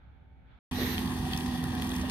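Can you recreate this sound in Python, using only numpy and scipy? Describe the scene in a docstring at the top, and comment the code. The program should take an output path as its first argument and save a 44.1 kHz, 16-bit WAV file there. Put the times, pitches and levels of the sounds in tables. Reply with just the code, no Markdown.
"""First a dull field with a tractor mowing far off; a short silence; then the tractor close by, along a hedge.
The far field is coloured noise and faint sines. Up close, engine and rotor hum in multiples of half a shaft
speed, gears whine as sines, and the flails roar as noise and snap at stalks in short crackles.
A bright noise rush swells once, dull knocks sound, and a stone is hit with a ringing crack.
Each microphone port hears the machine directly and off the ground."""
import sys
import numpy as np
from scipy import signal
from scipy.fft import rfft, irfft, next_fast_len
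from scipy.io import wavfile

SR = 44100
rng = np.random.default_rng(int(sys.argv[2]) if len(sys.argv) > 2 else 0)


def log_audio(samples):
    """Write samples as a 16-bit WAV file to the path given in sys.argv[1]."""
    # one column per channel
    frames = np.atleast_2d(samples).T
    # limit to full scale, then quantise
    limited = np.clip(frames, -1, 1)
    pcm = np.round(limited * 32767).astype(np.int16)
    wavfile.write(sys.argv[1], SR, pcm)


N = 92830  # samples


def amp(db):
    """Turn decibels into a plain factor."""
    return 10 ** (np.asarray(db) / 20)


def rms_one(x):
    """Scale a sound to an average strength (rms) of 1."""
    return x / np.sqrt(np.mean(x ** 2) + 1e-20)


def in_time(rows):
    """Draw straight lines between (time, value) points, one value per sample."""
    return np.interp(np.arange(N) / SR, *np.transpose(rows))


def at_hz(points, hz, axis=1):
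    """Read a table column at any frequency, on a logarithmic pitch scale."""
    points = np.array(points)
    return np.interp(np.log(hz), np.log(points[:, 0]), points[:, axis])


def drift(rate_hz):
    """Random wandering with spread 1; a higher rate wanders faster."""
    step = 40  # samples between the slow random values
    r = np.exp(-2 * np.pi * rate_hz * step / SR)
    raw = rng.standard_normal(N // step + 2002)
    slow = signal.lfilter([1], [1, -2 * r, r * r], raw)[2000:]  # drop the filter's start-up
    return np.interp(np.arange(N) / step, np.arange(len(slow)), rms_one(slow))


def shape(x, response):
    """Filter by a complex response of frequency."""
    size = next_fast_len(N + 4096)
    hz = np.maximum(np.arange(size // 2 + 1) * SR / size, 1)
    return irfft(rfft(x, size) * response(hz), size)[..., :N]


def above(x, hz_from):
    """Keep the part above a frequency, with a soft edge."""
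    return shape(x, lambda hz: 1 / (1 + (hz_from / hz) ** 6))


def noise(spectrum, patchy_db, channels=1):
    """Coloured noise, rms 1, in half-octave bands whose levels flicker partly together by patchy_db."""
    white = rng.standard_normal((channels, N))
    coloured = shape(white, lambda hz: amp(at_hz(spectrum, hz)))
    out, together = 0, drift(3.8)
    for centre in 22 * 2 ** np.arange(0, 10, .5):
        band = shape(coloured, lambda hz: np.clip(1 - 2 * abs(np.log2(hz / centre)), 0, 1))
        out = out + band * amp(patchy_db * (0.3 * together + drift(6.6)))
    return rms_one(out)


def tone(cycles, db, waver_rad):
    """A sine of rms level db, with wavering phase and a random starting point."""
    return np.sqrt(2) * amp(db) * np.sin(2 * np.pi * cycles + waver_rad + 7 * rng.random())


def ring(x, hz, t60):
    """A resonance: a unit click sets a sine of height about 1 ringing, falling 60 dB in t60 seconds."""
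    r, w = amp(-60 / (t60 * SR)), 2 * np.pi * hz / SR
    return signal.lfilter([0, np.sin(w)], [1, -2 * r * np.cos(w), r * r], x + 1e-18)


def dying(s, db, t60):
    """Loudness curve of sudden starts that die away, falling 60 dB in t60 seconds."""
    clicks = np.zeros(N)
    clicks[(np.asarray(s) * SR).astype(int)] = amp(db)
    return signal.lfilter([1], [1, -amp(-60 / (t60 * SR))], clicks + 1e-18)


# Colour of the distant field noise: f/Hz, relative level/dB per Hz
FAR_COLOUR = [(20, -7), (70, 2.5), (184, -6.5), (260, -17.5), (634, -21.5), (800, -21), (1100, -28.5),
              (1330, -21.5), (1600, -23), (1900, -28.5), (2260, -26), (2700, -34), (3500, -32),
              (3900, -38.5), (4300, -42.5), (5000, -54), (6500, -58), (8000, -74), (12500, -57),
              (14500, -68)]
# How alike left and right are: f/Hz, likeness (0 to 1)
FAR_ALIKE = [(60, 0.26), (150, 0.79), (300, 0.03), (5000, 0.068)]
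# Rise and fall of three bands, each around its own mean:
# t/s, upper middle level/dB, lower treble level/dB, treble level/dB
FAR_TREBLE = [(0.0, -78, -81, -87), (0.034, -74.5, -85.5, -85), (0.228, -84.5, -84, -91),
              (0.324, -93, -84.5, -93), (0.444, -85, -83, -92), (0.516, -72.5, -80.5, -79),
              (0.58, -77, -87, -82)]
# Edges of those bands: f/Hz
FAR_SPLIT_HZ = [1030, 1570, 2800, 5200]
# Distant hum before waver and left-right balance: f/Hz, level/dB
FAR_LINES = [(63.5, -58.5), (83, -70), (265, -74), (744, -89), (776, -82), (827, -87), (883, -78),
             (1486, -87), (1555, -86), (2245, -86.5), (3480, -96)]
FAR_DB = -59.5  # noise level before its treble moves


def far_field():
    """Dull wide noise whose treble comes and goes, with a faint wavering hum of sines."""
    mid, side = noise(FAR_COLOUR, patchy_db=0.0, channels=2)

    def alike(hz):
        return np.clip(at_hz(FAR_ALIKE, hz), -1, 1)

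    shared = shape(mid, lambda hz: np.sqrt(1 + alike(hz)))
    opposed = shape(side, lambda hz: np.sqrt(1 - alike(hz))) * [[1], [-1]]
    wide = shared + opposed
    uppers = [above(wide, hz) for hz in FAR_SPLIT_HZ]
    rows = np.array(FAR_TREBLE)
    for k in (1, 2, 3):
        band = uppers[k - 1] - uppers[k]
        change_db = in_time(rows[:, [0, k]]) - rows[:, k].mean()
        wide = wide + band * (amp(change_db) - 1)
    t = np.arange(N) / SR
    lines = sum(tone(hz * t, db + 1.9 * drift(4.1), 0.53 * drift(4.9)) for hz, db in FAR_LINES)
    return amp([[-1.1], [1.1]]) * (amp(FAR_DB) * wide + lines)


# Pitch of the twelfth multiple of half the shaft speed: t/s, f/Hz
TWELFTH_MULTIPLE = [(.72, 251.1), (.96, 251), (1.33, 248.1), (1.58, 248.5), (1.91, 252.6), (2.03, 252.3)]


def half_speed_cycles():
    """Count cycles at half the shaft speed, by adding up the speed over time."""
    return np.cumsum(in_time(TWELFTH_MULTIPLE)) / (12 * SR)


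# Hum tones before paths and ports: multiple of half the shaft speed, level/dB
HUM_MULTIPLES = [(3, -46.5), (4, -43.5), (8, -51.5), (10, -47), (12, -37.5), (14, -58), (16, -50.5)]
HUM_WAVER_DB, HUM_WAVER_RAD = 1, 0.34


def hum(cycles):
    """Engine and rotor hum: wavering sines on multiples of half the shaft speed."""
    return sum(tone(k * cycles, db + HUM_WAVER_DB * drift(6.1), HUM_WAVER_RAD * drift(9.7))
               for k, db in HUM_MULTIPLES)


# Fainter gear tones before waver, paths and ports: f/Hz, level/dB
FAINT_WHINES = [(827, -48.5), (880, -62), (936, -53), (1023, -50.5), (1100, -55), (1760, -58), (1880, -49),
                (3520, -63), (3630, -72)]
# The two strongest gear tones, likewise: t/s, first tone level/dB, second tone level/dB
WHINE_PAIR = [(0.72, -42.5, -62), (0.936, -61, -59), (0.952, -40, -39.5), (1.092, -49.5, -61.5),
              (1.25, -40.5, -35.5), (1.41, -45.5, -41.5), (1.826, -40.5, -51.5), (2.036, -57, -56),
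              (2.09, -62, -41)]
# Their pitches: f/Hz
WHINE_PAIR_HZ = [743, 775]
WHINE_WAVER_DB, WHINE_WAVER_RAD = 3, 0.72
WHINE_WANDER = .008  # pitch wander of the fainter gears, share of the pitch


def whines():
    """Gear whine: sines that fade in and out; the fainter ones wander in pitch."""
    tones = []
    for hz, db in FAINT_WHINES:
        pitch = hz * (1 + WHINE_WANDER * drift(2.962))
        tones.append((pitch, db + WHINE_WAVER_DB * drift(4.0)))
    pair = np.array(WHINE_PAIR)
    for k, hz in enumerate(WHINE_PAIR_HZ):
        level_db = in_time(pair[:, [0, k + 1]]) + 3.2 * drift(19)
        tones.append((np.full(N, hz), level_db))
    return sum(tone(np.cumsum(hz) / SR, db, WHINE_WAVER_RAD * drift(5.1)) for hz, db in tones)


# Load on the flails, as a change of hiss: t/s, level/dB
CUTTING_LOAD = [(.72, 3), (1.0, 6), (1.12, 3.5), (1.28, 5), (1.33, 7.5), (1.42, 6), (1.5, 4.5), (1.62, 3.5),
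                (1.75, 2.5), (1.9, 4), (2.0, 4), (2.09, 4.5)]
ROTOR_BEAT_DB = 0.5  # the hiss throbs once a rotor turn
CHATTER_DB, CHATTER_HZ = 2.0, 137  # the flails rattle unevenly


def flails(x, cycles):
    """The upper part of the roar follows the cutting load, throbs with the rotor and chatters."""
    beat_db = ROTOR_BEAT_DB * np.cos(4 * np.pi * cycles + 0.71)  # two half-speed cycles' worth of angle
    change_db = in_time(CUTTING_LOAD) + beat_db + CHATTER_DB * drift(CHATTER_HZ)
    return x + above(x, 1780) * (amp(change_db) - 1)


# Colour of the flail roar: f/Hz, relative level/dB per Hz
ROAR_COLOUR = [(25, -6), (45, 7), (90, 6.5), (170, 13.5), (300, 8), (450, 4.5), (800, 7.5), (2000, 0),
               (6000, -12), (15000, 5.5)]
ROAR_DB = -29  # before cutting load, paths and ports


def direct_roar(cycles):
    """Roar straight from the machine: one channel of noise worked by the flails."""
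    return amp(ROAR_DB) * flails(noise(ROAR_COLOUR, patchy_db=1.5)[0], cycles)


# Colour change of the scattered roar: f/Hz, level change/dB
SCATTER_TILT = [(25, -3), (60, -1.5), (130, -10), (500, -7), (1500, -7), (5000, 5), (15000, -5)]
SCATTER_DB = -28.5  # before tilt, cutting load and ports


def scattered_roar(cycles):
    """Roar scattered by hedge and field: separate noise left and right, with its colour tilted."""
    roar = flails(noise(ROAR_COLOUR, patchy_db=2.5, channels=2), cycles)
    return shape(roar, lambda hz: amp(SCATTER_DB + at_hz(SCATTER_TILT, hz)))


# Swell of the bright rush before left-right balance: t/s, level/dB
RUSH_SWELL = [(.72, -64), (.75, -42.5), (.79, -38.5), (.82, -36), (.88, -38.5), (.945, -39), (.96, -43),
              (1.02, -48), (1.1, -80)]
# Its colour before the ports: f/Hz, relative level/dB per Hz
RUSH_COLOUR = [(150, -27), (400, -5), (1000, 9.5), (2300, 13.5), (3100, 3.5), (3900, 16.5), (4700, 7),
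               (6200, 7), (9000, 3), (11300, 14), (12300, 26.5), (13300, 22), (15500, 20)]
RUSH_PAN_DB = -6.5  # left against right
RUSH_TAIL_S = 0.085  # final fade, after the last swell point


def rush():
    """A bright rush of noise that swells once, stronger on the right."""
    level_db = in_time(RUSH_SWELL) + np.array([[.5], [-.5]]) * RUSH_PAN_DB
    hiss = rms_one(ports(noise(RUSH_COLOUR, patchy_db=-1.5, channels=2)))
    t = np.arange(N) / SR
    tail = np.clip((RUSH_SWELL[-1][0] + RUSH_TAIL_S - t) / RUSH_TAIL_S, 0, 1)
    return amp(level_db) * hiss * tail


# Dull knocks nearer by: t/s, level/dB, f/Hz, t60/s
KNOCKS = [(0.783, -29.5, 510, 0.17), (0.809, -35.5, 424, 0.48), (1.638, -36.5, 1330, 0.021),
          (1.714, -42, 504, 0.051), (2.03, -40, 598, 0.097)]
KNOCK_WIDTH = .4  # width of each resonance, share of its pitch


def knocks():
    """Soft-edged noise bursts, each through one dull resonance used twice."""
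    white, out = rng.standard_normal(N), 0
    for s, db, hz, t60 in KNOCKS:
        ring_t60 = np.log(1000) / (np.pi * KNOCK_WIDTH * hz)
        dull = ring(ring(white, hz, ring_t60), hz, ring_t60)
        edge = signal.lfilter(np.hanning(300) / 150, 1, dying([s], db, t60))  # softens the start
        out = out + rms_one(dull) * edge
    return out


# Stalk snaps before paths and ports: t/s, middle level/dB, treble level/dB, top level/dB, t60/s
SNAPS = [(0.9437, -27.5, -31, -33, 0.015), (0.9803, -17, -36, -40, 0.01), (1.0767, -25, -44, -40, 0.013),
         (1.323, -27.5, -33, -22, 0.041), (1.3327, -18.5, -39, -20, 0.022), (1.3467, -25.5, -35, -17, 0.02),
         (1.3638, -21.5, -22, -13, 0.01), (1.3748, -25, -16, -6.5, 0.014), (1.4086, -23, -32, -36, 0.014),
         (1.6402, -18, -21, -6.5, 0.0034), (1.751, -27, -32, -14, 0.012),
         (1.8213, -19.5, -21, -10.5, 0.015), (1.847, -20.5, -16, -15.5, 0.0056),
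         (1.8696, -43, -28, -17, 0.011), (1.8922, -35, -18, -12.5, 0.01), (1.9167, -23.5, -32, -33, 0.021),
         (1.941, -19.5, -18.5, -26, 0.0085), (1.9634, -21.5, -13, -9.5, 0.006),
         (2.013, -40, -26, -25, 0.036), (2.0966, -47, -16.5, -36, 0.022), (2.0985, -19, -25, -33, 0.03)]
# Edges of those three bands: f/Hz
SNAP_SPLIT_HZ = [1800, 4800, 9500, 18000]
# Edges of the low body: f/Hz
SNAP_BODY_HZ = [880, 1900]
SNAP_CLICK_DB = 7  # first click, against the level of the crackle
SNAP_BODY_DB = -10.5  # low body, against the middle band


def snaps():
    """Each snapping stalk is a click and a dying crackle, in three bands over a low body."""
    out, white = 0, rng.standard_normal(N)
    bands = [(SNAP_BODY_HZ, 1, SNAP_BODY_DB)]  # the body shares the middle band's levels
    for k, edges in enumerate(zip(SNAP_SPLIT_HZ, SNAP_SPLIT_HZ[1:])):
        bands.append((edges, k + 1, 0))
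    starts = [int(row[0] * SR) for row in SNAPS]
    for edges, column, extra_db in bands:
        sos = signal.butter(2, edges, "band", fs=SR, output="sos")
        burst = white * sum(dying([row[0]], row[column], row[-1]) for row in SNAPS)
        burst[starts] = amp([row[column] + SNAP_CLICK_DB for row in SNAPS])
        loudness = np.std(signal.sosfilt(sos, white))
        out = out + amp(extra_db) * signal.sosfilt(sos, burst) / loudness
    return out


# Ringing modes of the crack: f/Hz, level against the click/dB, t60/s
CRACK_MODES = [(2780, -2.5, 0.0037), (4100, 0.5, 0.0036), (4820, -7.5, 0.0048), (7250, -11.5, 0.0034),
               (8770, -41, 0.0018)]
CRACK_S, CRACK_DB = 2.1008, -10  # start; click level before modes and balance


def crack():
    """A stone is hit: one hard click rings a few short modes."""
    click = np.zeros(N)
    click[int(CRACK_S * SR)] = amp(CRACK_DB)
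    modes = sum((-1) ** k * amp(db) * ring(click, hz, t60)
                for k, (hz, db, t60) in enumerate(CRACK_MODES))
    return modes * amp([[-1.5], [1.5]])


# Per port, the direct and the ground path: delay/ms, level/dB, phase/rad
PATHS = [
    [(0, -0.5, 0.48), (1.27, -3, -0.49)],
    [(.25, -1, 0.04), (1.16, 2.5, -0.46)],
]


def paths(x):
    """Sound reaches each port directly and off the ground, at different delays and strengths."""
    def arrivals(port, hz):
        return sum(amp(db) * np.exp(-1j * (2 * np.pi * hz * ms / 1000 + rad)) for ms, db, rad in port)

    return np.array([shape(x, lambda hz: arrivals(port, hz)) for port in PATHS])


# Colour of the microphone ports: f/Hz, left level/dB, right level/dB
PORT_COLOUR = [(350, -3, -3), (1030, -13.5, -12), (1700, -7.5, -15.5), (1800, -8, -6), (2330, -9.5, -23),
               (2890, -12, -6.5), (3520, -5, -13.5), (4310, -14, -11), (5400, -14, -16), (6230, -14, -14.5),
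               (7300, -18.5, -32), (7200, -48, -25.5), (8500, -18.5, -22.5), (8650, -15.5, -44),
               (8900, -12.5, -32.5), (10560, -22.5, -28), (12280, -44, -22.5), (12640, -27, -29),
               (13600, -35.5, -35.5), (14600, -49, -30), (15500, -42, -46)]


def ports(x):
    """Each port strengthens and weakens different frequencies."""
    return shape(x, lambda hz: amp([at_hz(PORT_COLOUR, hz, axis=1), at_hz(PORT_COLOUR, hz, axis=2)]))


FAR_ENDS_S, NEAR_STARTS_S = .59, .7118
FADE_OUT_S, FADE_IN_S = 0.0012, 0.00017


def scene():
    """The far field, a short silence, then everything close by."""
    t = np.arange(N) / SR
    cycles = half_speed_cycles()
    machine = paths(direct_roar(cycles) + snaps() + hum(cycles) + whines())
    near = ports(machine + scattered_roar(cycles)) + rush() + crack() + knocks()
    fade_out = np.clip((FAR_ENDS_S - t) / FADE_OUT_S, 0, 1)
    fade_in = np.clip((t - NEAR_STARTS_S) / FADE_IN_S, 0, 1)
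    return far_field() * fade_out + near * fade_in


CUTOFF_HZ = 15750


def record(dry):
    """The top is cut steeply by a low-pass filter."""
    return signal.sosfilt(signal.ellip(12, .5, 80, CUTOFF_HZ, fs=SR, output="sos"), dry)


dry = scene()
out = record(dry)
log_audio(out)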